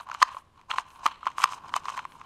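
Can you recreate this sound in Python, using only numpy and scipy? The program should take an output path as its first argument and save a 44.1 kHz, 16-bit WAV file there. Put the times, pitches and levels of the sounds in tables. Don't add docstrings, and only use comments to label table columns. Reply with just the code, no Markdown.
import sys
import numpy as np
from scipy import signal
from scipy.fft import rfft, irfft
from scipy.io import wavfile
from scipy.ndimage import uniform_filter1d

SR = 44100
rng = np.random.default_rng(int(sys.argv[2]) if len(sys.argv) > 2 else 0)


def to_wav(s):
    ch = np.atleast_2d(s).T
    pcm = np.round(np.clip(ch, -1, 1) * 32767)
    wavfile.write(sys.argv[1], SR, pcm.astype(np.int16))


N = 99225

# (time [s], knock strength before shaping [dB], knock pitch [Hz], clack peak [dB], tick peak [dB])
CATCHES = [(0.0084, -22, 1123, -48, -45), (0.088, -23.5, 1050, -40.5, -45), (0.0979, -18, 1015, -39, -48),
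           (0.1143, -13.5, 1340, -27, -39), (0.1419, -31, 1060, -37, -34), (0.147, -15, 1130, -26.5, -40),
           (0.217, -2.5, 1090, -27, -38), (0.222, -8.5, 1163, -12.5, -25), (0.226, 5.5, 1151, -6, -14),
           (0.2277, -1.5, 1060, -11, -16.5), (0.3462, -23.5, 1118, -40.5, -51),
           (0.3676, -16.5, 1075, -42, -55), (0.613, -43.5, 1060, -47, -58),
           (0.7027, -19.5, 1150, -24, -58.5), (0.7108, -15.5, 1190, -20, -40.5),
           (0.713, -8.5, 1238, -16, -45), (0.718, -33, 1130, -41.5, -36), (0.7596, -21.5, 1100, -32, -51),
           (0.776, -45, 1050, -45, -37), (0.7796, -37, 1086, -27, -52), (0.7832, -6, 1082, -14, -29.5),
           (0.793, -30, 1160, -46, -51), (0.9033, -48, 1020, -43, -50), (1.0571, -4, 987, -25, -26.5),
           (1.061, -11.5, 1095, -15.5, -30), (1.0628, 2, 1205, -12.5, -19.5), (1.066, -9.5, 1040, -21, -43),
           (1.0753, -17.5, 1120, -34, -33), (1.0849, -30, 1100, -39, -53), (1.23, -18, 1210, -56, -62),
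           (1.256, -26, 1150, -32.5, -42.5), (1.267, -4.5, 1047, -27, -43), (1.2719, -11, 1322, -22, -34),
           (1.281, -17, 1070, -31, -56), (1.316, -51, 1080, -43, -49), (1.382, -9.5, 1120, -23, -34),
           (1.3939, -22, 1080, -36, -40), (1.401, -12.5, 1136, -42, -40), (1.4181, -17, 1320, -22, -28),
           (1.4222, -21, 1150, -30, -42), (1.4296, -15, 1300, -30, -28), (1.4371, -6, 1336, -15, -19.5),
           (1.4397, 5, 1144, -6.5, -11), (1.4559, -16, 1100, -29, -46), (1.474, -22.5, 1190, -36, -47),
           (1.5226, -18.5, 1153, -36, -36), (1.5329, -20.5, 1000, -31.5, -52),
           (1.645, -25.5, 1020, -51, -68), (1.6922, -28, 1010, -39.5, -47), (1.7387, -7.5, 1107, -17, -36),
           (1.7617, -12, 1174, -25, -24.5), (1.764, -7.5, 1037, -23, -20.5), (1.7691, -21, 1070, -26, -50),
           (1.8546, -17.5, 1096, -32, -35.5), (1.883, -11.5, 1114, -24.5, -51),
           (1.8913, -18.5, 1140, -28, -37), (1.899, -18, 1120, -36, -36), (1.9683, -33, 1050, -39, -39),
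           (1.9756, -18.5, 1000, -25.5, -36), (1.9805, -19, 1050, -40, -54), (1.9904, -16, 1400, -22, -44),
           (1.9937, -20, 1020, -48, -57), (2.0513, -16.5, 1064, -31.5, -45), (2.12, -41, 990, -39.5, -57),
           (2.153, -32, 1030, -73, -68), (2.2137, -28, 1245, -37, -75)]
# (time [s], envelope peak [dB], pitch [Hz])
THUDS = [(0.227, -51, 207), (0.345, -46, 565), (1.057, -37, 304), (1.267, -45.5, 290), (1.44, -45, 147),
         (1.761, -32.5, 714), (0.783, -47.5, 430)]
# (frequency [Hz], width [Hz], relative level [dB])
LOW_SHELL = [(1663, 625, -1), (2214, 854, 1), (3130, 430, 0.5), (3560, 245, -4.5), (4217, 455, -6.5)]
HIGH_SHELL = [(5020, 1000, -1), (6305, 180, 7), (6590, 1210, -1.5), (9100, 1900, -4), (10610, 3700, -10),
              (14460, 6100, -18.5)]
# (frequency [Hz], width [Hz], relative level [dB])
CAVITY = [(866, 463, -9), (1045.5, 91.5, 4.5), (1182, 64, -2), (1387, 320, -9)]
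# (time [s], hollow level [dB], low shell level [dB], high shell level [dB])
SLIDE_LEVELS = [(0, -45.5, -52.5, -67), (0.052, -61.5, -71, -76), (0.076, -46, -66, -76),
                (0.142, -42, -51.5, -60), (0.183, -51, -60.5, -69), (0.22, -30.5, -34.5, -37.5),
                (0.242, -45, -56, -63), (.39, -48, -57.5, -65.5), (0.419, -85, -71, -77.5),
                (0.489, -80, -100, -101), (0.591, -57, -67, -78.5), (0.672, -73, -99, -99),
                (0.708, -28, -36, -43), (.722, -44, -51.5, -60), (0.741, -30.5, -45, -48.5),
                (0.751, -43.5, -50, -56), (0.799, -38, -47, -52.5), (0.83, -57.5, -62.5, -74),
                (1.02, -49, -64, -68), (1.06, -41.5, -43.5, -45), (1.072, -36, -40.5, -54),
                (1.099, -43.5, -51.5, -63.5), (1.204, -62.5, -64, -82), (1.264, -40.5, -50, -59),
                (1.357, -59.5, -65, -77), (1.387, -44, -47, -46.5), (1.433, -36, -38.5, -45.5),
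                (1.468, -43.5, -50.5, -66.5), (1.531, -41.5, -49.5, -46), (1.577, -46.5, -57.5, -64),
                (1.62, -53, -75, -80), (1.682, -41, -58, -63), (1.716, -51.5, -68.5, -68),
                (1.764, -36.5, -40.5, -48), (1.819, -54.5, -67.5, -73), (1.891, -38, -43.5, -46.5),
                (1.915, -44, -51.5, -58), (1.938, -41.5, -52.5, -54.5), (1.982, -40, -50, -58),
                (2.044, -55.5, -64, -74), (2.25, -52, -66.5, -70.5)]
HISS_SHARES = (0.48, 0.65, 0.62)
# (start time [s], length [s], level [dB])
BRUSHES = [(0, 0.05, -67), (0.305, 0.12, -68.5), (0.866, 0.14, -69.5), (1.37, 0.09, -54.5),
           (1.5, 0.075, -69), (2.064, .12, -70.5)]
# (frequency [Hz], width [Hz], relative level [dB])
BRUSH_COLOUR = [(9040, 3100, 11), (12900, 7400, -2.5)]
# (time [s], level [dB])
RUMBLE_LEVELS = [(0, -83.5), (1.75, -59.5), (2.25, -65)]
# (frequency [Hz], time to fall 60 dB [s])
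ROOM_T60 = [(300, 0.6), (3000, 0.35), (15000, 0.17)]
# (frequency [Hz], relative density [dB])
AIR_SPECTRUM = [(25, -2.5), (60, 2), (95, 1), (250, -8), (600, -14), (1050, -11), (1450, -19.5),
                (3100, -22), (5900, -31.5), (11500, -36), (16000, -62)]

KNOCK_RISE_S, KNOCK_T60_S = 0.0013, 0.013
HOLLOW_HZ, HOLLOW_T60_S, HOLLOW_DB = 1063, 0.031, -15.5
CLACK_S, TICK_S = 0.0005, 0.0006
SNAP = 1.57
THUD_S = 0.0023
CATCHES_PER_S, CATCH_SPREAD_DB = 1200, 3
UNEVEN_DB, UNEVEN_S = 3.5, 0.0068
ROOM_DB, ROOM_DELAY_S = -27, 0.006
AIR_DB = -63.5
CEILING, EDGE_HZ = 0.96, 15750


def catches():
    out = np.zeros(N)
    t = np.arange(3072) / SR
    noise = rng.standard_normal((len(CATCHES), 2, 768))
    rise = 1 - np.exp(-(t / KNOCK_RISE_S) ** 2)
    hollow = amp(HOLLOW_DB - 60 * t / HOLLOW_T60_S) * np.sin(2 * np.pi * HOLLOW_HZ * t)
    for (s, knock_db, hz, clack_db, tick_db), (clack_noise, tick_noise) in zip(CATCHES, noise):
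        knock = amp(-60 * t / KNOCK_T60_S) * np.sin(2 * np.pi * hz * t)
        body = high_passed(rise * (knock + hollow), 471)
        clack = amp(clack_db) * scratch_burst(clack_noise, CLACK_S, LOW_SHELL)
        tick = amp(tick_db) * scratch_burst(tick_noise, TICK_S, HIGH_SHELL)
        add(out, s, -amp(knock_db) * body)
        add(out, s, clack + tick)
    return out


def scratch_burst(noise, decay_s, modes):
    t = np.arange(len(noise)) / SR
    scratch = evened(noise * t * np.exp(-t / decay_s))
    scratch[round(decay_s * SR)] -= SNAP * np.linalg.norm(scratch) / 2
    sound = high_passed(ring(scratch, modes), 0.38 * modes[0][0])
    sound = low_passed(sound, 0.92 * modes[-1][0])
    return sound / abs(signal.hilbert(sound)).max()


def thuds():
    out = np.zeros(N)
    t = np.arange(3072) / SR
    for s, db, hz in THUDS:
        envelope = t / THUD_S * np.exp(1 - t / THUD_S)
        add(out, s, amp(db) * np.sin(2 * np.pi * hz * t) * envelope)
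    return out


def sliding():
    s, *levels_db = np.transpose(SLIDE_LEVELS)
    size_db = CATCH_SPREAD_DB * np.minimum(rng.exponential(1, N), 3)
    size = amp(size_db) * rng.standard_normal(N)
    tiny_catches = evened(size * (rng.random(N) < CATCHES_PER_S / SR))
    hiss = rng.standard_normal(N)
    wavers = uniform_filter1d(rng.standard_normal((4, N)), round(UNEVEN_S * SR))
    shared, *own = wavers
    t = np.arange(N) / SR
    out = np.zeros(N)
    bands = (CAVITY, LOW_SHELL, HIGH_SHELL)
    for db, waver, share, modes in zip(levels_db, own, HISS_SHARES, bands):
        friction = share * hiss + (1 - share) * tiny_catches
        rub = high_passed(ring(friction, modes), 0.61 * modes[0][0])
        rub = low_passed(rub, 10500)
        grip = amp(UNEVEN_DB * evened(shared + waver))
        out += amp(np.interp(t, s, db)) * evened(grip * rub)
    return out


def brushes():
    t = np.arange(N) / SR
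    strokes = np.zeros(N)
    for s, length, db in BRUSHES:
        progress = np.clip((t - s) / length, 0, 1)
        strokes += amp(db) * np.sin(np.pi * progress) ** 0.6
    swish = evened(high_passed(ring(rng.standard_normal(N), BRUSH_COLOUR), 7000))
    return strokes * swish


def handling_rumble():
    t = np.arange(N) / SR
    rumble = evened(ring(rng.standard_normal(N), [(111.1, 290, 0)]))
    return amp(np.interp(t, *np.transpose(RUMBLE_LEVELS))) * rumble


def room(x):
    hz, t, bands = signal.stft(rng.standard_normal(SR // 2), SR, nperseg=256)
    decay = amp(-60 * t / read(ROOM_T60, hz)[:, None])
    tail = signal.istft(bands * decay, SR, nperseg=256)[1]
    tail *= np.arange(len(tail)) > ROOM_DELAY_S * SR
    return signal.fftconvolve(x, tail / np.linalg.norm(tail))[:N]


def air():
    hz = np.fft.rfftfreq(N, 1 / SR)
    spectrum = rfft(rng.standard_normal(N)) * amp(read(AIR_SPECTRUM, hz))
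    return amp(AIR_DB) * evened(irfft(spectrum, N))


def ring(x, modes):
    out = np.zeros(len(x))
    for k, (hz, width, db) in enumerate(modes):
        b, a = signal.iirpeak(hz, hz / width, SR)
        out += (-1) ** k * amp(db) * signal.lfilter(b, a, x)
    return out


def high_passed(x, hz):
    return signal.sosfilt(signal.butter(3, hz, "high", fs=SR, output="sos"), x)


def low_passed(x, hz):
    return signal.sosfilt(signal.butter(2, hz, fs=SR, output="sos"), x)


def amp(db):
    return 10 ** (np.asarray(db) / 20)


def evened(x):
    return x / np.sqrt(np.mean(x ** 2) + 1e-20)


def read(points, hz):
    f, value = np.transpose(points)
    return np.interp(np.log(hz + 1), np.log(f + 1), value)


def add(mix, s, sound):
    part = mix[round(s * SR):][:len(sound)]
    part += sound[:len(part)]


def scene():
    cube = catches() + thuds() + sliding() + brushes() + handling_rumble()
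    return (cube + amp(ROOM_DB) * room(cube) + air())[None]


def record(dry):
    soft = CEILING * np.tanh(dry / CEILING)
    band_limit = signal.firwin(511, EDGE_HZ, window=("kaiser", 9), fs=SR)
    return signal.oaconvolve(soft, band_limit[None], "same")


dry = scene()
out = record(dry)
to_wav(out)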